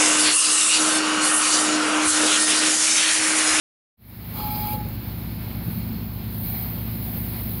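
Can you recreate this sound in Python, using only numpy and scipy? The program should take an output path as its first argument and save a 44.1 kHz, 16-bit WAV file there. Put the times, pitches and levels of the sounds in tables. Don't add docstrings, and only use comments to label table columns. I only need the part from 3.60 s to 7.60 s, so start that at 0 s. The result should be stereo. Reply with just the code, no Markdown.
import sys
import numpy as np
from scipy import signal
from scipy.fft import rfft, irfft, next_fast_len
from scipy.io import wavfile
from scipy.ndimage import uniform_filter1d, map_coordinates

SR = 44100
rng = np.random.default_rng(int(sys.argv[2]) if len(sys.argv) > 2 else 0)


def to_wav(sig):
    pcm = np.clip(np.atleast_2d(sig), -1, 1) * 32767
    pcm = np.round(pcm).astype(np.int16)
    wavfile.write(sys.argv[1], SR, pcm.T)


N = 176400
TIME_S = np.arange(N) / SR


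def amp(db):
    return 10 ** (np.asarray(db) / 20)


def unit_rms(x):
    return x / np.sqrt(np.mean(x ** 2) + 1e-20)


def over_frequency(rows, hz):
    row_hz, *columns = np.transpose(rows)
    return np.array([np.interp(np.log(hz + 1), np.log(row_hz + 1), column) for column in columns])


def over_time(rows):
    return np.interp(TIME_S, *np.transpose(rows))


def gate(start_s, end_s, attack_s, release_s):
    return np.clip((TIME_S - start_s) / attack_s, 0, 1) * np.clip(1 - (TIME_S - end_s) / release_s, 0, 1)


def pan(db):
    return amp(np.array([[db], [-db]]) / 2)


def wobble(rate_hz):
    return map_coordinates(rng.standard_normal(int(N * rate_hz / SR) + 4), [TIME_S * rate_hz])


def filtered(x, response):
    size = next_fast_len(N + SR // 2)
    return irfft(rfft(x, size) * response(np.fft.rfftfreq(size, 1 / SR)), size)[..., :N]


def band_pass(x, centre_hz, width_hz):
    return filtered(x, lambda hz: np.exp(-.5 * ((hz - centre_hz) / width_hz) ** 2))


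def noise_band(centre_hz, width_hz):
    return unit_rms(band_pass(rng.standard_normal(N), centre_hz, width_hz))


def tone(hz, flutter, rate_hz):
    phase = 2 * np.pi * (np.cumsum(hz * np.ones(N)) / SR + rng.random())
    in_phase = np.sin(phase) * (1 + flutter * wobble(rate_hz))
    quadrature = np.cos(phase) * flutter * wobble(rate_hz)
    return np.sqrt(2) * (in_phase + quadrature)


# frequency_hz, correlation
COHERENCE = [(60, 0.43), (270, 0.79), (450, 0.43), (740, 0.4), (1220, 0.12), (2000, 0.1), (3300, 0)]
def stereo_noise(spectrum, patchy_db):
    def mid_side_gains(hz):
        angle = np.arccos(over_frequency(COHERENCE, hz)[0]) / 2
        return np.array([np.cos(angle), np.sin(angle)])

    bins = signal.stft(rng.standard_normal((2, N)), nperseg=512)[2]
    patches = uniform_filter1d(rng.standard_normal(bins.shape[1:]), 8, axis=0)
    patches = unit_rms(uniform_filter1d(patches, 36, axis=1))
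    pair = signal.istft(bins * amp(patchy_db * patches), nperseg=512)[1][:, :N]
    mid, side = filtered(pair, mid_side_gains)
    left_right = np.array([mid + side, mid - side])
    return unit_rms(filtered(left_right, lambda hz: amp(over_frequency(spectrum, hz))))


# frequency_hz, relative_db
RUMBLE_SPECTRUM = [(10, -40), (28, -6), (40, -7), (56, -2), (72, -3.5), (110, -3), (170, -4), (240, -5),
                   (310, -9), (420, -17.5), (650, -31), (1500, -72)]
# time_s, level_db
RUMBLE_ENVELOPE = [(.8, -40), (1.15, -36), (1.5, -41.5), (1.9, -39.5), (2.3, -37.5), (2.7, -41), (4, -39.5)]
def rumble():
    return amp(over_time(RUMBLE_ENVELOPE)) * stereo_noise(RUMBLE_SPECTRUM, patchy_db=1.5)


# time_s, firing_hz
FIRING_RATE = [(.5, 109.1), (.85, 111.4), (1.5, 109.2), (2.25, 110.7), (2.52, 109), (3.3, 111.7),
               (4, 110.9)]
# order, level_db
ENGINE_HARMONICS = [(1, -65), (2, -52), (3, -43.5), (4, -35.5), (5, -46.5), (6, -42.5), (7, -52), (8, -40),
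                    (9, -48.5), (10, -52), (11, -57.5), (12, -55), (13, -56)]
def engine():
    cycle_hz = over_time(FIRING_RATE) / 4
    return sum(amp(db) * tone(order * cycle_hz, flutter=.1, rate_hz=7) for order, db in ENGINE_HARMONICS)


# order, level_db
BLOWER_HARMONICS = [(6, -38.5), (9, -45.5), (10, -42.5), (12, -44.5), (15, -50), (16, -50), (17, -54.5),
                    (18, -42.5), (20, -53), (21, -49)]
def blower(turn_hz=10.14):
    return sum(amp(db) * tone(order * turn_hz, flutter=.1, rate_hz=5.3) for order, db in BLOWER_HARMONICS)


def throb(drone, centre_hz=199, width_hz=38, lift_db=4, noise_db=-39):
    hum = (amp(lift_db) - 1) * band_pass(drone, centre_hz, width_hz)
    noise = amp(noise_db) * noise_band(centre_hz, width_hz)
    return (hum + noise) * gate(start_s=2.08, end_s=2.416, attack_s=.03, release_s=.03)


MACHINE_PAN_DB = 5
# time_s, gain_db
DRONE_ENVELOPE = [(.8, -1.5), (1.7, -0.5), (2.25, 0), (2.5, -1.5), (2.8, .8), (4, 0.3)]
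def machine():
    drone = amp(over_time(DRONE_ENVELOPE)) * (engine() + blower())
    return pan(MACHINE_PAN_DB) * (drone + throb(drone) + rumble())


# start_s, pitch_hz, level_db, t60_s
THUMP_EVENTS = [(1.258, 150, -27, .05), (2.074, 75, -19, .06), (2.084, 150, -12, .03)]
def thumps(low_cut_hz=49.7):
    out = 0
    for start_s, pitch_hz, level_db, t60_s in THUMP_EVENTS:
        age_s = np.maximum(TIME_S - start_s, 0)
        out += amp(level_db - 60 * age_s / t60_s) * np.sin(2 * np.pi * pitch_hz * age_s)
    high_pass = signal.butter(2, low_cut_hz, "high", fs=SR, output="sos")
    return pan(MACHINE_PAN_DB) * signal.sosfilt(high_pass, out)


# start_s, centre_hz, width_hz, level_db, t60_s
SPIT_EVENTS = [(1.13, 520, 40, -37, .2), (1.255, 560, 140, -42, .12), (1.286, 13700, 1800, -24, .01)]
def spits(attack_s=.0015, pan_db=-11):
    out = 0
    for start_s, centre_hz, width_hz, level_db, t60_s in SPIT_EVENTS:
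        age_s = np.maximum(TIME_S - start_s, 0)
        envelope = np.minimum(age_s / attack_s, 1) * amp(level_db - 60 * age_s / t60_s)
        out += envelope * noise_band(centre_hz, width_hz)
    return pan(pan_db) * out


# frequency_hz, t60_s
HALL_DECAY = [(200, 1.3), (1000, 1.37), (5000, 0.91), (15000, 0.2)]
def reverberation(x):
    hz, age_s, bins = signal.stft(rng.standard_normal((2, SR)), SR, nperseg=256)
    decay = amp(-60 * age_s / over_frequency(HALL_DECAY, hz).T)
    tail = signal.istft(bins * decay, SR, nperseg=256)[1]
    return signal.fftconvolve(x[None], tail / np.linalg.norm(tail[0]), axes=1)[:, :N]


# pitch_hz, level_db
WHISTLE_PARTIALS = [(842, -33.7), (1318, -54), (1637, -60), (2304, -58)]
# time_s, gain_db
WHISTLE_ENVELOPE = [(.69, -30), (.74, -18), (.77, -11), (.8, -3), (.95, -.5), (1.08, 0), (1.15, 2.5),
                    (1.177, -7), (1.208, -1.5), (1.238, -16), (1.32, -24), (1.45, -45)]
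def whistle(pan_db=3, wander_db=3, hall_db=-14):
    bend = 1 + .002 * wobble(24.84)
    partials = sum(amp(db) * tone(hz * bend, flutter=.14, rate_hz=50) for hz, db in WHISTLE_PARTIALS)
    note = amp(over_time(WHISTLE_ENVELOPE)) * partials
    side_db = pan_db + wander_db * wobble(9.44)
    direct = note * amp(np.array([side_db, -side_db]) / 2)
    return direct + amp(hall_db) * reverberation(note)


# frequency_hz, left_db, right_db
FINE_SPRAY_SPECTRUM = [(9000, -60, -40), (11000, -40, -21), (12000, -26, -3), (13000, -34, -10),
                       (14500, -27, -4), (15500, -22, -3)]
def fine_spray(seal, level_db=-29):
    return amp(level_db + 1.8 * wobble(58)) * seal * stereo_noise(FINE_SPRAY_SPECTRUM, patchy_db=1.0)


# frequency_hz, left_db, right_db
SPRAY_SPECTRUM = [(6000, -74, -70), (7600, -52, -39), (8660, -36, -25), (10180, -36, -16.5),
                  (10530, -33, -14.5), (11950, -33, -7.0), (13000, -27, -4.0), (14350, -29, 1),
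                  (15840, -23, -5)]
# time_s, level_db
SPRAY_ENVELOPE = [(.72, -33), (.8, -28), (1.13, -27), (1.2, -35.5), (1.65, -35.5), (2.02, -35), (2.12, -31),
                  (2.25, -36), (2.45, -37.5), (2.68, -35.5), (2.82, -29.5), (2.9, -26), (3.04, -29),
                  (3.11, -31), (3.25, -32.5), (3.58, -28), (3.78, -28.5), (4, -29.5)]
def spray():
    sizzle_db = 0.51 * wobble(30) + 1.1 * wobble(830)
    return amp(over_time(SPRAY_ENVELOPE) + sizzle_db) * stereo_noise(SPRAY_SPECTRUM, patchy_db=1.57)


# centre_hz, width_hz, seal_db, half_seal_db, pan_db
TUBE_MODES = [(747, 55, -54.5, -52, 9), (2300, 105, -49.5, -49.5, 1.5), (3320, 68, -51, -61, -4),
              (4160, 260, -48.5, -51.5, 7.5), (4900, 120, -50.5, -59, 3)]
def tube_resonance(seal, half_seal):
    out = 0
    for centre_hz, width_hz, seal_db, half_seal_db, pan_db in TUBE_MODES:
        ring = np.array([noise_band(centre_hz, width_hz) for _ in range(2)]) * amp(2 * wobble(34.62))
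        out += pan(pan_db) * ring * (amp(seal_db) * seal + amp(half_seal_db) * half_seal)
    return out


# frequency_hz, left_db, right_db
SEALED_SPECTRUM = [(307, -33, -26), (520, -11, 1), (700, 2, -12), (1060, 4.5, 1), (1270, 3.5, -1),
                   (1830, -33, -22), (2300, -7, -9), (2750, -13, -8), (3320, -2, -13), (3640, -12, -7),
                   (4300, 4.5, -16), (4530, -2.5, -8), (4950, -5.5, -16), (5600, -26, -20),
                   (7200, -20, -18.5), (7850, -30.0, -23), (11000, -50, -50)]
def sealed_rush(seal, level_db=-39.5):
    return amp(level_db + 1.5 * wobble(120)) * seal * stereo_noise(SEALED_SPECTRUM, patchy_db=2.2)


# frequency_hz, left_db, right_db
AIR_SPECTRUM = [(200, -37, -31), (390, -3.5, -0.5), (525, -4.5, -3.0), (760, -0.5, -5), (960, -3.0, -6),
                (1120, -5.5, -8), (1700, -10.5, -6.5), (1910, -11.5, -7.5), (2190, -5.5, -6.5),
                (2820, -9.5, -10.0), (3720, -8, -13), (4280, -3.5, -13.5), (4860, -10.5, -31.5),
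                (5070, -10.5, -13), (5770, -24.0, -31.5), (6870, -28.0, -22.5), (7700, -30.5, -31),
                (12000, -51, -52)]
# time_s, level_db
AIR_ENVELOPE = [(.7, -41), (1.25, -42.5), (1.7, -42.5), (2.15, -42.5), (2.55, -44), (2.8, -42.5),
                (2.92, -41), (3.05, -41.5), (3.16, -42), (3.8, -40.5), (4, -41.5)]
def air_rush():
    return amp(over_time(AIR_ENVELOPE) + 0.76 * wobble(25)) * stereo_noise(AIR_SPECTRUM, patchy_db=0.85)


def scene():
    seal = gate(start_s=.72, end_s=1.136, attack_s=.058, release_s=.038)
    half_seal = gate(start_s=2.77, end_s=3.03, attack_s=.16, release_s=.09)
    background = machine() + thumps()
    suction = air_rush() + spray()
    grip = sealed_rush(seal) + tube_resonance(seal, half_seal) + fine_spray(seal) + whistle()
    return background + suction + grip + spits()


def record(dry):
    start_s, fade_s, cutoff_hz = .37, .41, 15750
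    fade = np.clip((TIME_S - start_s) / fade_s, 0, 1) ** 1.09
    return filtered(dry * fade, lambda hz: 1 / (1 + (hz / cutoff_hz) ** 400))


dry = scene()
out = record(dry)
to_wav(out)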